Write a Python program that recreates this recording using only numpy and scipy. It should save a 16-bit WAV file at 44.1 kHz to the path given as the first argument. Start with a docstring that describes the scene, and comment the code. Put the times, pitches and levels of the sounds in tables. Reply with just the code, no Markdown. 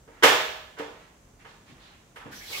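"""Stepladder set down beside a house

The ladder lands hard: its frame rings and hard walls echo for most of a second.
Lighter knocks, cloth rustles and soft footfalls follow, then a rising scrape with stick-slip squeaks.
Far traffic and air hum quietly underneath; the two microphone ports differ, mostly in the treble."""
import sys
import numpy as np
from scipy import signal
from scipy.fft import rfft, irfft
from scipy.io import wavfile
from scipy.ndimage import uniform_filter1d

SR = 44100
rng = np.random.default_rng(int(sys.argv[2]) if len(sys.argv) > 2 else 0)


def unload_audio(sound):
    """Save the sound as a 16-bit wav file, at the path given as the first command line argument."""
    columns = np.transpose(np.atleast_2d(sound))
    # keep every value between -1 and 1, then stretch to whole-number steps
    steps = np.round(np.clip(columns, -1, 1) * 32767)
    wavfile.write(sys.argv[1], SR, steps.astype(np.int16))


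N = 114660

# left-right likeness of the sound field: f/Hz, correlation
COHERENCE = [(60, .95), (130, .96), (290, .86), (500, .62), (900, .2), (1410, .1), (3100, .06), (6820, 0.0),
             (15000, 0.0)]


def from_db(db):
    """Decibels to gain."""
    return 10 ** (np.asarray(db) / 20)


def unit_rms(x):
    """Scale to rms 1."""
    return x / np.sqrt(np.mean(x ** 2) + 1e-20)


def at_hz(points, hz):
    """Read a table on a log-frequency axis."""
    freqs_hz, values = np.transpose(points)
    return np.interp(np.log(hz), np.log(freqs_hz), values)


def stereo_band(white, edges_hz, hz):
    """Band-pass two noises and mix as mid and side: alike in the bass, unrelated in the treble."""
    mid, side = signal.sosfilt(signal.butter(2, edges_hz, "band", fs=SR, output="sos"), white)
    alike = np.clip(at_hz(COHERENCE, hz), -0.99, 0.99)
    return np.sqrt(1 + alike) * mid + np.sqrt(1 - alike) * side * [[1], [-1]]


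def noise_bands(size):
    """Yield centre frequency and stereo noise for each third octave."""
    edges_hz = 36 * 2 ** np.arange(0, 9.1, 1 / 3)
    white = rng.standard_normal((2, 2, size))
    for k, (low_hz, high_hz) in enumerate(zip(edges_hz, edges_hz[1:])):
        hz = np.sqrt(low_hz * high_hz)
        yield hz, stereo_band(white[k % 2], [low_hz, high_hz], hz)


def burst(start_s, length_s, db, hz, width_oct):
    """A short swell of stereo noise around a pitch."""
    start, size = int(start_s * SR), int(length_s * SR)
    edges_hz = hz * 2 ** (np.array([-0.5, 0.5]) * width_oct)
    noise = stereo_band(rng.standard_normal((2, SR // 2)), edges_hz, hz)[:, -size:]
    swell = np.sqrt(np.sin(np.pi * np.arange(size) / size))
    out = np.zeros((2, N + SR))
    out[:, start:start + size] = from_db(db) * unit_rms(noise) * swell
    return out[:, :N]


def hum(level_db=-56.5):
    """Far traffic and air: steady, bass-heavy noise."""
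    spectrum = [(36, -3.5), (60, -4.5), (100, -7), (200, -11), (400, -14.5), (800, -19.5), (1600, -24),
                (3000, -30), (4800, -33), (6300, -26), (8500, -34), (12000, -40.5), (15500, -39)]  # f/Hz, relative density/dB
    air = sum(from_db(at_hz(spectrum, hz)) * noise[:, -N:] for hz, noise in noise_bands(N + SR // 4))
    return from_db(level_db) * unit_rms(air)


def frame_ring(build_s=0.0011):
    """Impulse response of the ladder frame: decaying modes."""
    modes = [(190.6, -11.5, 0.18), (294.4, -2.5, 0.39), (376.6, -1, 0.033), (449.9, 3.5, 0.42),
             (502, -2.5, .3), (627, -11.5, 0.86), (933, 0.5, .4), (1262, -11.5, 0.35), (1438, -9.5, .4),
             (1723, -7.5, 0.89), (1667, 3.5, 0.1), (1850, -6, 0.17), (2107, -8.5, 0.49), (3036, -6, .2),
             (3240, -8, 0.47)]  # f/Hz, relative level/dB, t60/s
    ring, t = np.zeros((2, SR)), np.arange(SR) / SR
    for hz, db, t60_s in modes:
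        stereo_rad = np.arccos(at_hz(COHERENCE, hz)) * np.array([[0.5], [-0.5]])
        phase_rad = 2 * np.pi * hz * t + stereo_rad + rng.uniform(0, 2 * np.pi)
        ring += from_db(db - 60 * t / t60_s) * np.sin(phase_rad)
    return ring * (1 - np.exp(-t / build_s))


def ladder_knocks(echo_db=36, frame_db=-4):
    """Each contact shapes a click that echoes off the walls and rings the frame."""
    hits = [(0.076, -52.5, 305, 1030, 3), (0.2241, -26, 500, 7000, 5.5), (.232, -13, 102, 11600, -2),
            (.766, -53.5, 796, 2490, -20), (.774, -43.5, 252, 1480, -4.5), (.784, -42, 900, 9200, -22),
            (.794, -32, 59, 606, 2), (1.447, -49.5, 685, 2450, 3), (2.158, -45.5, 650, 3500, -0.5),
            (2.253, -48.5, 197, 1490, 0), (2.501, -48.5, 250, 1200, 0.5)]  # t/s, relative level/dB, low cut/Hz, high cut/Hz, ring offset/dB
    echo_colour = [(59, -48), (100, -23.5), (238, -19), (287, -10.5), (340, -23.5), (447, -2.5), (552, -10),
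                   (936, -7.5), (1520, -8), (1800, -7.5), (3610, -12.5), (4100, -18.5), (6530, -21),
                   (9150, -31), (15500, -26.5)]  # f/Hz, relative density/dB
    to_walls, to_frame = np.zeros(N), np.zeros(N)
    for start_s, db, low_hz, high_hz, ring_db in hits:
        contact = signal.butter(1, [low_hz, high_hz], "band", fs=SR)
        click = signal.lfilter(*contact, signal.unit_impulse(SR // 20))
        start = int(start_s * SR)
        to_walls[start:start + len(click)] += from_db(db + echo_db) * click
        to_frame[start:start + len(click)] += from_db(db + ring_db + frame_db) * click
    echoes = wall_echoes(to_walls, echo_colour)
    return echoes + signal.fftconvolve(to_frame[None], frame_ring(), axes=1)[:, :N]


def wall_echoes(x, colour=((20, 0), (20000, 0)), build_s=0.0035, early_s=0.0082, early_db=-1):
    """Dense reflections build up, with a short early part and a tail dying band by band."""
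    decay = [(100, .6), (200, .5), (340, 0.6), (500, 0.67), (1000, .7), (2000, 0.66), (3500, 0.76),
             (6000, 0.66), (11000, .45), (15000, 0.76)]  # f/Hz, t60/s
    t = np.arange(SR) / SR
    early = from_db(early_db) * np.exp(-t / early_s)
    response = np.zeros((2, SR))
    for hz, noise in noise_bands(SR):
        tail = from_db(-60 * t / at_hz(decay, hz))
        response += from_db(at_hz(colour, hz)) * noise * (early + tail)
    response = unit_rms(response * (1 - np.exp(-t / build_s))) / np.sqrt(SR)  # unit energy
    return signal.fftconvolve(x[None], response, axes=1)[:, :N]


def rustles():
    """Cloth and shoes: faint swells of noise."""
    swells = [(0.078, 0.26, -59.5, 1390, 1.53), (.9, 0.2, -60.5, 1210, 2.07),
              (1.391, 0.043, -57.5, 1620, 1.45), (1.447, 0.034, -56, 990, 0.43),
              (1.462, 0.068, -60.5, 3260, 0.99), (1.656, 0.077, -57.5, 1670, 2),
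              (1.734, 0.22, -60.5, 1070, 1.9), (1.794, 0.094, -58, 3430, .7),
              (1.909, .05, -61.5, 2340, 0.97), (2.153, 0.037, -64, 6950, 1.9),
              (2.188, 0.059, -50.5, 1110, 0.99), (2.28, 0.052, -57.5, 930, 2.3)]  # t/s, length/s, level/dB, f/Hz, width/oct
    return sum(burst(*row) for row in swells)


def footfalls():
    """Low soft thuds."""
    thuds = [(1.692, -52.5, 184), (1.72, -52, 184), (1.798, -62.5, 200), (2.253, -43.5, 180),
             (2.266, -46.5, 260), (2.30, -58, 202), (2.326, -50, 200)]  # t/s, level/dB, f/Hz
    return sum(burst(start_s, length_s=0.02, db=db, hz=hz, width_oct=0.97) for start_s, db, hz in thuds)


def scrape(grain_s=0.0016, grain_db=0.5):
    """A drag: grainy hiss, with narrow squeaks where the surfaces stick and slip."""
    strength = [(2.311, -59), (2.327, -49), (2.36, -48), (2.42, -50.5), (2.47, -46), (2.498, -45),
                (2.53, -37.5), (2.56, -38.5), (2.586, -35), (2.6, -42)]  # t/s, level/dB
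    colour = [(250, -18.5), (400, -14.5), (1000, -14.5), (2000, -14), (3200, -8.5), (5000, -9.5),
              (6500, -14), (7500, -15), (9000, -23), (10500, -22), (12300, -16.5), (15500, -19.5)]  # f/Hz, relative density/dB
    squeaks = [(2.318, .03, -44, 1660, 0.47), (2.355, 0.054, -50, 5840, 0.11),
               (2.399, 0.0262, -46.5, 1733, 0.062), (2.411, .045, -47, 2155, 0.24),
               (2.445, .04, -59, 1500, 0.12), (2.463, 0.027, -52, 3996, 0.12),
               (2.472, .03, -48.5, 3500, 0.11), (2.483, .03, -50, 4660, 0.068),
               (2.493, 0.041, -49, 4100, 0.054), (2.506, 0.029, -47, 3540, .2),
               (2.519, .07, -44.5, 2910, .1), (2.525, 0.039, -35.5, 2190, 0.073),
               (2.529, 0.059, -60, 4950, 0.089), (2.536, 0.041, -41.5, 2510, 0.067),
               (2.540, .05, -48, 1166, 0.12), (2.568, .04, -42, 3440, 0.31), (2.602, 0.046, -40, 2430, .1)]  # t/s, length/s, level/dB, f/Hz, width/oct
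    drag_db = np.interp(np.arange(N) / SR, *np.transpose(strength), left=-120)
    grain = unit_rms(uniform_filter1d(rng.standard_normal(N), int(grain_s * SR)))
    hiss = unit_rms(sum(from_db(at_hz(colour, hz)) * noise for hz, noise in noise_bands(N)))
    return from_db(drag_db + grain_db * grain) * hiss + sum(burst(*row) for row in squeaks)


def mic_ports(x, share):
    """Apply a share of the colour difference between the two microphone ports."""
    imbalance = [(60, -1), (140, 0.5), (330, 1), (500, -2), (800, -4.5), (1200, -3), (2500, -2.5),
                 (4200, -4.5), (6400, -3.5), (7800, 12), (9000, 3), (10500, 17.5), (12500, 3.5), (15000, 3)]  # f/Hz, left minus right/dB
    hz = np.maximum(np.fft.rfftfreq(N, 1 / SR), 1)
    gain_db = share * at_hz(imbalance, hz) * np.array([[0.5], [-0.5]])
    return irfft(rfft(x) * from_db(gain_db), N)


def scene(step_echo_db=-2, cloth_echo_db=1, drag_echo_db=-4.5):
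    """All sources and their echoes at the microphone ports."""
    steps, cloth, drag = footfalls(), rustles(), scrape()
    sent = from_db(step_echo_db) * steps + from_db(cloth_echo_db) * cloth + from_db(drag_echo_db) * drag
    echoes = wall_echoes(sent[0])
    foreground = ladder_knocks() + cloth + steps + drag + echoes
    return mic_ports(foreground, share=0.99) + mic_ports(hum(), share=0.7)


def record(dry):
    """Slight peak rounding, then a steep low-pass."""
    ceiling, cutoff_hz = 1.6, 15750
    lowpass = signal.ellip(12, 0.5, 80, cutoff_hz, fs=SR, output="sos")
    return signal.sosfilt(lowpass, ceiling * np.tanh(dry / ceiling))


dry = scene()
out = record(dry)
unload_audio(out)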